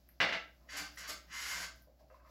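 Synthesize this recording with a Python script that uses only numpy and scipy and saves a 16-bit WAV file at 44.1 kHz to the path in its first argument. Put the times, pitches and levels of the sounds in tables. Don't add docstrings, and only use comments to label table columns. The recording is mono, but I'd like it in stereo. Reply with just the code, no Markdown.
import sys
import numpy as np
from scipy import signal
from scipy.fft import rfft, irfft, next_fast_len
from scipy.io import wavfile
from scipy.ndimage import uniform_filter1d

SR = 44100
rng = np.random.default_rng(int(sys.argv[2]) if len(sys.argv) > 2 else 0)


def dump(signal):
    limited = np.clip(np.atleast_2d(signal).T, -1, 1)
    pcm = np.round(limited * 32767).astype(np.int16)
    wavfile.write(sys.argv[1], SR, pcm)


def boost(x):
    u = np.asarray(x, float) / 20
    return 10 ** u


N = 101429
T = np.arange(N) / SR
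F = np.arange(N // 2 + 1) * SR / N + 0.00079

KNOCK_TIMES = [.2025, .205, .2125, .219, .225, .243, .262, .286, .305, .3245, .329, .335, .341, .372]
# level in dB, contact time in ms.
KNOCKS = [(-1, 0.051), (-11.5, 0.1), (-1, 0.079), (-10, 0.087), (-5, 0.06), (-9.5, 0.26), (-17, 0.13),
          (-9, 0.068), (-20, 0.17), (-7, 0.037), (-14.5, 0.062), (-22.5, 0.059), (-14.5, 0.1), (-23, 0.38)]
# pitch in Hz, level in dB, time to fade by 60 dB in seconds.
KNOCK_RINGS = [(170, -2.5, 0.076), (286, -5, 0.067), (589, 1.5, 0.21), (680, -1.5, 0.1), (960, -18, 0.1),
               (1354, -9, .04), (1610, 5.5, 0.0095), (2015, 11.5, 0.18), (2440, -12, 0.068),
               (2730, 3.5, 0.035), (3500, -3.5, 0.018)]
# frequency in Hz, level in dB.
THUD = [(60, -30.5), (150, -25), (650, -11), (1150, -13.5), (2100, -5.5), (4000, -15.5), (5400, -22),
        (7300, -36.5)]
# pitch in Hz, level in dB, time to fade by 60 dB in seconds.
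CROCKERY = [(596, -8, 0.1), (1347, -7.5, 0.26), (1834, -12, 0.18), (2002, 3, 0.6), (2361, -10.5, .2),
            (2412, -18, 0.49), (2970, -3, .25), (2847, -16.5, 0.7), (2850, 5, .3), (3370, 3, 0.04),
            (5560, -7.5, 0.18)]

# time in seconds, pressure in dB, speed from 0 to 1,
# contact from 0 (on its tip) to 1 (lying flat).
DRAGS = [
    [(.672, -80, 0.3, 0.15), (.69, -45.5, .3, 0), (.704, -49, 0.68, 0.3), (.75, -40.5, 0.39, 0.97),
     (.77, -38, 1., 0.3), (.81, -42, 0.31, 1), (.835, -57.5, 1, 0.66), (.87, -49, 0.4, 0.46)],
    [(.9715, -36, 0.3, 0.18), (.978, -47.5, 1, 0.69), (1.0, -51.5, 0.8, 0.15), (1.055, -45, 0, 1),
     (1.074, -48, 0.94, 0.19), (1.09, -39, 1, 0.89), (1.096, -32, 0.77, 0.5), (1.115, -68, 0, 0.41),
     (1.14, -81, 1, 1)],
    [(1.275, -65, 0.45, 0.05), (1.31, -47, 0.1, 0.14), (1.33, -43, 0.7, 0.097), (1.45, -41.5, 0.78, 0.35),
     (1.5, -38, 0.82, 0.44), (1.55, -41.5, 0.75, 0.63), (1.64, -43.5, 0.79, 0.6), (1.66, -68, 0, 1.),
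     (1.76, -81, 0.9, 0.76)],
]
LEAN_DB = [0, -1, -7]
# pitch in Hz, width in Hz, level in dB.
SPOON_TIP = [(1850, 77, -11), (2090, 78, 2), (2630, 26, -11), (2923, 164, -5), (3550, 100, -27),
             (4950, 380, -6.5), (5630, 80, -7), (6620, 440, -3.5), (7800, 300, -8.5), (10300, 830, -11)]
# pitch in Hz, width in Hz, level in dB.
SPOON_FLAT = [(651, 15, -6.5), (1195, 314, -2.5), (1546, 39, 9), (2210, 30, -11), (4420, 110, -2),
              (4850, 81, -14), (5450, 49, -13), (6900, 55, -28)]
# frequency in Hz, level in dB.
RASP = [(88, -14), (150, -22), (610, -41.5), (786, -16), (1550, 0.5), (2680, -6.5), (6700, -4.5),
        (8640, -12), (15800, -28.5)]
# pitch in Hz, width in Hz, level in dB.
COUNTER = [(173.5, 8.9, -2.5), (294.2, 15.5, -4), (490, 480, -22.5), (784, 250, -8)]
# pitch in Hz, width in Hz, level in dB.
JAR = [(4900, 13, -13), (4560, 25, -4.5)]

STIR_TIMES = [1.871, 1.995, 2.006, 2.04, 2.088, 2.101, 2.108, 2.143, 2.165, 2.198, 2.248, 2.259, 2.274,
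              2.283, .6]
# level in dB, length in seconds, brightness in dB.
STIRS = [(-60, 0.008, -42), (-60.5, 0.0059, -13), (-56.5, 0.0056, -43), (-72, 0.018, -23.5),
         (-67, 0.0071, -34.5), (-62, 0.0079, 1.5), (-62.5, 0.0088, -9), (-64.5, 0.0033, 8.5),
         (-88, 0.014, -14), (-74, 0.022, 5.5), (-75, 0.0064, 9), (-72, 0.0064, 10), (-70, .008, 8.5),
         (-68, .006, -7), (-75.5, 0.33, -5)]
# pitch in Hz, width in Hz, level in dB.
POT_LOW = [(535, 53, -4.5), (600, 87, 5.5), (644, 20, -18)]
# pitch in Hz, width in Hz, level in dB.
POT_HIGH = [(1070, 90, 7.5), (1200, 190, 4.5), (1500, 150, -5), (1983, 120, -17.5), (2545, 110, -11.5)]

DROPLET_TIMES = [.0895, .0915, .0905, .96, .968, 1.76, 1.813, 1.822, .2035]
# level in dB, pitch in Hz, width in Hz.
DROPLETS = [(-54.5, 12300, 2500), (-59.5, 17000, 1600), (-66, 1700, 1200), (-59, 11700, 4500),
            (-71, 15000, 15000), (-59.5, 12000, 12000), (-68, 13000, 3500), (-59.5, 13900, 4000),
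            (-61, 14000, 5000)]

# pitch in Hz, level in dB.
FRIDGE_HUM = [(60, -63), (49.4, -76), (70.6, -79), (120, -84), (175, -85), (285, -86)]
# time in seconds, level in dB.
FRIDGE_LOAD = [(0, -6), (.2, -3.5), (.5, -4), (.75, 0), (1.2, -1), (1.55, -1.5), (1.75, -0.5), (1.9, -5),
               (2.3, -2.5)]
# frequency in Hz, level in dB.
AIR = [(44, -32), (130, -12), (374, -19.5), (442, -34), (574, -15.5), (950, -30), (3450, -33),
       (5000, -27.5), (6500, -34), (8450, -75), (14300, -120)]
# frequency in Hz, level in dB.
FLAME = [(6500, -4), (7300, -4.5), (8000, -7), (9600, -17), (10500, -6), (12200, -3), (14500, -4.5),
         (15800, -1)]
# time in seconds, level in dB.
FLAME_GUSTS = [(0, -1), (.18, -0.5), (.55, 1), (.66, 1), (0.951, 14), (1.268, 5.5), (1.798, 5.5),
               (1.88, -4.5), (1.985, -5.5), (2.0, 3), (2.05, -3), (2.1, -2), (2.16, 3), (2.22, -4.5),
               (2.3, 8)]

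# frequency in Hz, time to fade by 60 dB in seconds.
ROOM_FADE = [(100, 0.34), (400, 0.34), (1500, 0.32), (5000, 0.3), (14000, 0.19)]
# frequency in Hz, likeness from 0 to 1.
ALIKE = [(60, .97), (250, .85), (600, .7), (1500, .15), (15000, .05)]


def knocks():
    rattle_db, rattle_s = -26, 0.0036
    ring_db, crockery_db = -5, -18
    top_hz, air_db = 7200, -11
    push, loose = np.zeros((2, N))
    for s, (db, ms) in zip(KNOCK_TIMES, KNOCKS):
        push += boost(db) * np.exp(-((T - s) * 2000 / ms) ** 2) / (ms * SR / 1128)
        loose += boost(db) * (T > s) * np.exp(-np.abs(T - s) / rattle_s)
    once = np.eye(1, N)[0]
    ring = peaks(once, [(hz, 3.3 / t60, db) for hz, db, t60 in KNOCK_RINGS])
    china = peaks(once, [(hz, 3.9 / t60, db) for hz, db, t60 in CROCKERY])
    thud = unit(colour(once, THUD))
    body = (boost(ring_db) * unit(ring) + thud + boost(crockery_db) * unit(china)) / np.sqrt(N)
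    dull = boost(air_db) + (1 - boost(air_db)) / (1 + (F / top_hz) ** 12)
    blows = push + boost(rattle_db) * loose * grit()
    return irfft(rfft(blows) * rfft(body) * dull, N)


def drags():
    judder_db, judder_hz = 1.2, 41.5
    tilt_hz, speed_tilt_db = 5400, 39.5
    jar_db, rasp_db, counter_db = -10.5, 2.5, -3
    force, speed, flat, lean = np.zeros((4, N))
    for rows, lean_db in zip(DRAGS, LEAN_DB):
        s, db, fast, contact = np.array(rows).T
        on = (T >= s[0]) & (T < s[-1])
        force += on * boost(np.interp(T, s, db))
        speed += on * np.interp(T, s, fast)
        flat += on * np.clip(np.interp(T, s, contact), 0, 1)
        lean += on * boost(lean_db)

    scrape = grit() * boost(judder_db * walk(judder_hz))
    low = low_part(scrape, tilt_hz)
    scrape = force * (low + (scrape - low) * boost(speed_tilt_db * (speed - 0.84)))

    def sing(resonate, table):
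        return resonate(scrape, table) / np.std(resonate(rng.standard_normal(N), table))

    spoon = sing(peaks, SPOON_TIP) * (1 - 0.91 * flat) + sing(peaks, SPOON_FLAT) * flat
    jar = boost(jar_db) * 30 * peaks(scrape * lean ** 2, JAR)
    rasp = boost(rasp_db) * sing(colour, RASP) * 0.54
    counter = boost(counter_db) * sing(peaks, COUNTER) * speed * flat ** 2 * lean
    return spoon * 0.68 + jar + rasp + counter


def grit():
    clicks_per_s, spread_db = 9000, 2
    hit = rng.random(N) < clicks_per_s / SR
    click = hit * rng.standard_normal(N)
    return unit(click * boost(spread_db * np.minimum(rng.exponential(size=N), 3)))


def stirs():
    tap_db, top_hz = 15, 2760
    rub = grit()
    low, high = np.zeros((2, N))
    for s, (db, length, bright) in zip(STIR_TIMES, STIRS):
        tap = boost(tap_db) * (np.arange(N) == int(s * SR))
        touch = tap + rub * (T >= s) * np.exp(-np.abs(T - s) / length)
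        low += boost(db) * touch
        high += boost(db + bright) * touch
    low = peaks(peaks(low, POT_LOW), [(620, 340, 0.0038)])
    high = colour(peaks(high, POT_HIGH), [(400, -20), (900, 0), (top_hz, 0), (top_hz * 1.1, -25)])
    return 11.4 * low + 4.33 * high


def droplets():
    burst_ms = .45
    noise = rng.standard_normal(N)
    total = np.zeros(N)
    for s, (db, hz, width) in zip(DROPLET_TIMES, DROPLETS):
        burst = noise * boost(db) * np.exp(-((T - s) * 1000 / burst_ms) ** 2)
        note = [(hz, width, 0)]
        total += peaks(peaks(burst, note), note) * np.sqrt(SR / width)
    return total


def echoes():
    build_s = 0.00047
    noise, tail = pair(), 0
    t60 = curve(ROOM_FADE)
    for hz in 60 * 2 ** np.arange(0, 8.5, .5):
        band = np.clip(1 - np.abs(np.log2(F / hz)) * 2, 0, 1) ** .5
        tail = tail + irfft(noise * band, N) * boost(-60 * T / t60[int(hz * N / SR)])
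    spec = rfft(tail * (1 - np.exp(-T / build_s)))
    fine, broad = (uniform_filter1d(np.abs(spec) ** 2, int(hz * N / SR)) for hz in (70, 900))
    tail = irfft(spec * np.sqrt(broad / fine), N) * (T < T[-1] / 2)
    energy = np.mean(np.sum(tail ** 2, axis=1))
    return rfft(tail / np.sqrt(energy), next_fast_len(2 * N))


def kitchen(x, tail, wet_db):
    left_lag_s, direct_db = 8e-5, -12.5
    lag = np.exp(-2j * np.pi * F * np.array([[left_lag_s], [0]]))
    size = next_fast_len(2 * N)
    wet = irfft(rfft(x, size) * tail, size)[:, :N]
    return boost(wet_db) * wet + boost(direct_db) * irfft(rfft(x) * lag, N)


def fridge_hum():
    wander_db, wander_hz = 1., 4.4
    ears = np.array([[.13], [-.13]])
    hum = np.zeros((2, N))
    for hz, db in FRIDGE_HUM:
        level = np.sqrt(2) * boost(db + wander_db * walk(wander_hz))
        hum += level * np.sin(2 * np.pi * (hz * T + rng.random()) + ears)
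    return hum


def hiss(table, band, db, flicker_hz):
    flicker_db = .8
    noise = unit(irfft(pair() * boost(curve(table)) * band, N))
    return noise * boost(db + flicker_db * walk(flicker_hz))


def background():
    hum = fridge_hum()
    load = boost(np.interp(T, *np.array(FRIDGE_LOAD).T))
    gust = boost(np.interp(T, *np.array(FLAME_GUSTS).T))
    air = hiss(AIR, F < 6500, db=-71, flicker_hz=4)
    flame = hiss(FLAME, F > 6500, db=-76, flicker_hz=17)
    rumble = low_part(air, 1500)
    return hum * load + boost(3.5) * rumble * load ** 0.82 + (air - rumble) * gust + flame * gust ** 0.72


def curve(table):
    a = np.array(table)
    return np.interp(np.log(F), np.log(a[:, 0]), a[:, 1])


def unit(x):
    return x / np.sqrt(np.mean(x ** 2))


def colour(x, table):
    c = irfft(curve(table) * np.log(10) / 20, N)
    c[1:N // 2] *= 2
    c[N // 2 + 1:] = 0
    return irfft(rfft(x) * np.exp(rfft(c)), N)


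def peaks(x, table):
    gain = sum(boost(db) * 1j * F * w / (hz ** 2 - F ** 2 + 1j * F * w) for hz, w, db in table)
    return irfft(rfft(x) * gain, N)


def low_part(x, hz):
    return irfft(rfft(x) / (1 + (F / hz) ** 4), N)


def walk(rate):
    k = int(SR / rate)
    return unit(uniform_filter1d(uniform_filter1d(rng.standard_normal(N), k), k))


def pair():
    alike = np.clip(curve(ALIKE), 0, 1)
    mid, side = rfft(rng.standard_normal((2, N)))
    opposite = np.array([[1], [-1]])
    return (np.sqrt(1 + alike) * mid + np.sqrt(1 - alike) * side * opposite) / np.sqrt(2)


def scene():
    right_db = 2.
    tail = echoes()
    near = kitchen(knocks(), tail, wet_db=-3) * boost(2.0)
    near += kitchen(drags(), tail, wet_db=0.0)
    near += kitchen(stirs(), tail, wet_db=-11) * boost(8.5)
    near += kitchen(droplets(), tail, wet_db=-11.5) * boost(15)
    return (near + background()) * boost(np.array([[-right_db], [right_db]]) / 2)


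def low_pass(x):
    return signal.sosfilt(signal.butter(12, 16020, fs=SR, output="sos"), x)


def record(dry):
    notch_hz, notch_wide_hz, notch_depth = 8520, 330, .95
    top_hz = 15950
    notch = 1 - notch_depth / (1 + ((F - notch_hz) / notch_wide_hz) ** 2)
    mix = irfft(rfft(dry) * notch * (F < top_hz), N)
    return low_pass(mix)


dry = scene()
out = record(dry)
dump(out)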